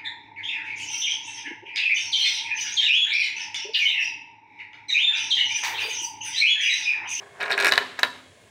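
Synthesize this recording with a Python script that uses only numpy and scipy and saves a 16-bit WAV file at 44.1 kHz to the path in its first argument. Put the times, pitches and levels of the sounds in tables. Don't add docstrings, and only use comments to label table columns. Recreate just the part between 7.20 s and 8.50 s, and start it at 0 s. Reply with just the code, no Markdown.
import sys
import numpy as np
from scipy import signal
from scipy.fft import rfft, irfft, next_fast_len
from scipy.io import wavfile
from scipy.ndimage import map_coordinates

SR = 44100
rng = np.random.default_rng(int(sys.argv[2]) if len(sys.argv) > 2 else 0)


def generate_wav(sig):
    pcm = np.round(np.clip(np.atleast_2d(sig).T, -1, 1) * 32767).astype(np.int16)
    wavfile.write(sys.argv[1], SR, pcm)


N = 57330

# (f/Hz, relative level/dB)
AIR_COLOUR = [(25, -27), (50, -12), (90, 7), (140, 3), (300, -0.5), (600, 4.5), (1000, -37), (2000, -5),
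              (3500, -7), (5300, -14.5), (7000, -10.5), (10500, -16.5), (12500, -34), (16000, -27)]
# (f/Hz, level/dB)
WHINE_TONES = [(97, -68.5), (2170, -60), (3300, -70), (14982, -83)]
# (t/s, level/dB)
FUNNEL_ROLL_LEVEL = [(0, -50), (.025, -40.5), (.05, -52), (.12, -55), (.175, -49), (.2, -42), (.225, -33),
                     (.27, -33.5), (.35, -34.5), (.47, -29), (.52, -44), (.58, -60.5)]
BOWL_ROLL_LEVEL = [(.5, -82), (.535, -34), (.62, -37), (.66, -39.5), (.76, -45.5), (.85, -44), (.91, -51.5),
                   (.975, -47.5), (1.03, -57), (1.19, -71), (1.24, -64), (1.3, -79)]
# (f/Hz, relative level/dB)
FUNNEL_ROLL_SPECTRUM = [(60, -51), (200, -24), (320, -14.5), (400, -1), (520, -6), (690, 3), (880, -4.5),
                        (1060, 1.5), (1280, -9.5), (1520, -4), (1680, 3.5), (2050, -9), (2400, -8.5),
                        (3000, -22), (4000, -22), (6000, -31), (15000, -52)]
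BOWL_ROLL_SPECTRUM = [(60, -38), (160, -18), (330, -3.5), (600, -3.5), (1050, 1.5), (1400, -0.5),
                      (1750, 4.5), (2400, -1), (4000, -4.5), (6000, -23), (15000, -41)]
# (t/s, level/dB)
HUM_LEVEL = [(0, -54.5), (.1, -59), (.25, -62), (.3, -60), (.335, -35.5), (.46, -40.5), (.55, -43.5),
             (.62, -50), (.72, -90)]
# (t/s, relative level/dB, 4 kHz gain/dB, treble gain/dB)
NECK_BLOWS = [(.2033, -26.5, -2, -8), (.2085, -24.5, 2, -4.5), (.214, -22.5, 5, -11), (.219, -29.5, 10, -3),
              (.2272, -24, -6, 1), (.232, -23.5, -4, -6), (.239, -27.5, 11, -36), (.255, -36, 10, 5),
              (.2605, -28.5, 3, -8), (.28, -25.5, -7, -7), (.2988, -27, 4.5, -6), (.305, -16, -6, -10),
              (.314, -22, 5, 4.5), (.3207, -22, 18, -1.5), (.329, -22.5, 10, 2), (.3365, -22, 14, -23),
              (.342, -28.5, 17.5, -23), (.378, -16.5, -4, -2), (.3887, -20, 10.5, -4), (.4008, -17, 7.5, 3),
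              (.409, -17.5, 7.5, 1.5), (.4195, -25.5, 6, 0), (.4245, -22.5, 13, 4), (.435, -22, 4.5, 1),
              (.4463, -11.5, 4, 3), (.457, -13.5, 4, 0.5), (.4683, -12.5, 3, 3.5), (.479, -22.5, 10, 12.5),
              (.4845, -16.5, 7, 1), (.4912, -21, 6, 7)]
BOWL_BLOWS = [(.513, -38, 18, 12), (.517, -23, -4, -22), (.5218, -11.5, 3, 4), (.5365, -19, 3.5, 4),
              (.557, -26.5, 8, 10), (.578, -9.5, 3, -1.5), (.614, -27, -8, -11), (.6215, -29.5, -6, -11),
              (.7903, -22, -7, -11), (.7935, -23, -6, 11.5), (.832, -9.5, 1.5, 1), (.8485, -23, -6, -8)]
# (f/Hz, relative level/dB, t60/s)
FUNNEL_MODES = [(402.8, -29.5, 0.046), (720, -30, 0.076), (787, -22.5, 0.073), (1019, -19, 0.043),
                (1442, -13.5, 0.097), (1663, -3.5, 0.06), (1814, -9, 0.048), (1893, -8.5, 0.028),
                (2317, -4.5, 0.03), (2481, -6, 0.03), (2760, -17.5, 0.038), (3774, -10.5, 0.014),
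                (4103, -17, 0.021), (5570, -19, 0.016)]
BOWL_MODES = [(257.7, -31.5, 0.47), (599, -21, 0.052), (749, -13.5, 0.042), (989, -29.5, 0.18),
              (1072.5, -13.5, 0.055), (1411, -19, 0.1), (1670, -8.5, 0.039), (1768.5, 0.5, 0.026),
              (1977, -8.5, 0.029), (2632, -9.5, 0.021), (2988, -19.5, 0.085), (3873, -1, 0.012),
              (4033, -16.5, 0.04), (4430, -9, 0.0083)]
# (f/Hz, relative level/dB)
FUNNEL_WASH_COLOUR = [(60, -69), (180, -35), (300, -27), (450, 2), (900, -45), (1200, -1.5), (1600, 4.5),
                      (2450, 3), (3200, -8), (3900, -5), (6000, -13), (8500, -12), (11500, -20.5),
                      (15500, -20.5)]
BOWL_WASH_COLOUR = [(60, -79), (200, -30), (500, -11.5), (900, -1), (1400, -7.5), (1800, -1), (2400, 2.5),
                    (3300, 0.5), (4100, 1), (5500, -8.5), (6500, -10.5), (10500, -18.5), (13000, -18),
                    (15500, -21.5)]
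# (f/Hz, t60/s)
WASH_DECAY = [(200, 0.054), (1500, 0.097), (4000, .03), (8000, .022), (15000, 0.0069)]
# (f/Hz, gain/dB)
SHELL_RADIATION = [(40, -25.5), (120, -14), (195, -12), (260, -6.5), (400, -1)]
TOWER_MODES = [106, 58]
# (f/Hz, t60/s)
ROOM_DECAY = [(150, 0.94), (600, 0.47), (2000, 0.4), (4500, 0.52), (9000, 0.61), (15000, 0.22)]
# (f/Hz, relative level/dB)
ECHO_COLOUR = [(150, 4.5), (600, 0.5), (1150, 3), (1700, -3), (2400, -4.5), (3100, 1.5), (4000, -5),
               (5500, 1), (8000, 3.5), (15000, 0.5)]


def amp(db):
    return 10 ** (np.asarray(db) / 20)


def unit_rms(x):
    return x / np.sqrt(np.mean(x ** 2) + 1e-20)


def along(points, hz):
    f, values = np.transpose(points)
    return np.interp(np.log(hz + 1), np.log(f + 1), values)


def level(curve):
    return amp(np.interp(np.arange(N) / SR, *np.transpose(curve)))


def wobble(knots_per_s):
    return map_coordinates(rng.standard_normal(2000), [np.arange(N) * knots_per_s / SR])


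def noise(spectrum, size):
    gain = amp(along(spectrum, np.fft.rfftfreq(size, 1 / SR)))
    return unit_rms(irfft(rfft(rng.standard_normal(size)) * gain, size))


def dying_noise(spectrum, decay, size):
    hz, t = np.fft.rfftfreq(size, 1 / SR), np.arange(size) / SR
    centres = np.geomspace(125, 16000, 8)
    phases = np.exp(2j * np.pi * rng.random(len(hz)))
    steady = rfft(unit_rms(irfft(amp(along(spectrum, hz)) * phases, size)))
    bands = [irfft(steady * along(list(zip(centres, pick)), hz), size) for pick in np.eye(len(centres))]
    return sum(band * amp(-60 * t / along(decay, centre)) for centre, band in zip(centres, bands))


def coloured(x, gains):
    size = 2 * len(x)
    cepstrum = irfft(np.log(amp(along(gains, np.fft.rfftfreq(size, 1 / SR)))))
    cepstrum[1:size // 2] *= 2
    cepstrum[size // 2 + 1:] = 0
    return irfft(rfft(x, size) * np.exp(rfft(cepstrum)))[:len(x)]


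def room_tone(air_db=-56.5, whine_width_hz=14):
    f = np.fft.rfftfreq(N, 1 / SR)
    whine = np.zeros(N)
    for hz, db in WHINE_TONES:
        peak = rfft(rng.standard_normal(N)) / (1 + (2 * (f - hz) / whine_width_hz) ** 2)
        whine += amp(db) * unit_rms(irfft(peak, N))
    return amp(air_db) * noise(AIR_COLOUR, N) + whine


def rolling(curve, spectrum, rough_db, bumps_per_s=130):
    return level(curve) * unit_rms(noise(spectrum, N) * amp(rough_db * wobble(bumps_per_s)))


def funnel_hum(width_hz=15.84):
    hz = FUNNEL_MODES[0][0] + width_hz / 2 * wobble(2 * width_hz)
    return level(HUM_LEVEL) * np.sqrt(2) * np.sin(2 * np.pi * np.cumsum(hz) / SR)


def shell_ring(modes, t, scatter_db=1):
    return sum(amp(db + scatter_db * rng.standard_normal() - 60 * t / t60) * np.sin(2 * np.pi * hz * t)
               for hz, db, t60 in modes)


def glint_modes(db, count=7, low_hz=4568, high_hz=15160, fall_db_per_octave=8, t60_s=.014):
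    pitches = low_hz * (high_hz / low_hz) ** ((np.arange(count) + rng.random(count)) / count)
    return [(hz, db - fall_db_per_octave * np.log2(hz / low_hz), t60_s) for hz in pitches]


def marble_blows(blows, modes, wash_colour, ring_db, wash_db, crack_db, glint_db):
    ring_rise_s, wash_rise_s, hard_blow_db = .0001, .00072, -15.5
    size = SR // 5
    shell, t = np.zeros(N + SR), np.arange(size) / SR
    crack = coloured(signal.unit_impulse(size), wash_colour)
    crack = amp(crack_db) * crack / np.abs(crack).max()
    for start_s, db, edge_db, treble_db in blows:
        ring = amp(ring_db) * shell_ring(modes, t) + shell_ring(glint_modes(glint_db), t)
        ring *= 1 - np.exp(-t / ring_rise_s)
        wash = amp(wash_db) * dying_noise(wash_colour, WASH_DECAY, size)
        wash *= 1 - np.exp(-t / wash_rise_s)
        top_db = treble_db + 0.5 * (db - hard_blow_db)
        contact = [(2600, 0), (3800, edge_db), (4400, edge_db), (5800, treble_db), (15000, top_db)]
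        shell[round(start_s * SR):][:size] += amp(db) * coloured(crack + ring + wash, contact)
    return coloured(shell[:N], SHELL_RADIATION)


def tower_thud(start_s=.526, gain_db=-35.5, t60_s=.069, rise_s=.008, upper_share=.82):
    t = np.maximum(np.arange(N) / SR - start_s, 0)
    shares = (upper_share, 1 - upper_share)
    shake = sum(share * np.sin(2 * np.pi * hz * t) for hz, share in zip(TOWER_MODES, shares))
    return amp(gain_db - 60 * t / t60_s) * (1 - np.exp(-t / rise_s)) * shake


def room_echo(x, early_db, early_t60_s=.083, tail_db=-11.5, delay_s=.007):
    size = SR * 3 // 4
    tail = dying_noise(ECHO_COLOUR, ROOM_DECAY, size)
    early = noise(ECHO_COLOUR, size) * amp(-60 * np.arange(size) / SR / early_t60_s)
    response = amp(tail_db) * tail / np.linalg.norm(tail) + amp(early_db) * early / np.linalg.norm(early)
    return signal.fftconvolve(x, np.pad(response, (round(delay_s * SR), 0)))[:N]


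def scene():
    funnel = marble_blows(NECK_BLOWS, FUNNEL_MODES, FUNNEL_WASH_COLOUR,
                          ring_db=3, wash_db=-5, crack_db=2, glint_db=-11.5)
    funnel += rolling(FUNNEL_ROLL_LEVEL, FUNNEL_ROLL_SPECTRUM, rough_db=2.5) + funnel_hum()
    bowl = marble_blows(BOWL_BLOWS, BOWL_MODES, BOWL_WASH_COLOUR,
                        ring_db=4, wash_db=-7.5, crack_db=1.5, glint_db=-17)
    bowl += rolling(BOWL_ROLL_LEVEL, BOWL_ROLL_SPECTRUM, rough_db=2) + tower_thud()
    echoes = room_echo(funnel, early_db=-15) + room_echo(bowl, early_db=-11)
    return (funnel + bowl + echoes + room_tone())[None]


def record(dry):
    ceiling, low_cut_hz, top_hz = .92, 45, 15900
    rounded = dry / (1 + (dry / ceiling) ** 6) ** (1 / 6)
    thinned = signal.sosfilt(signal.butter(3, low_cut_hz, "high", fs=SR, output="sos"), rounded)
    size = next_fast_len(N + SR // 4)
    passband = np.fft.rfftfreq(size, 1 / SR) < top_hz
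    return irfft(rfft(thinned, size) * passband, size)[..., :N]


dry = scene()
out = record(dry)
generate_wav(out)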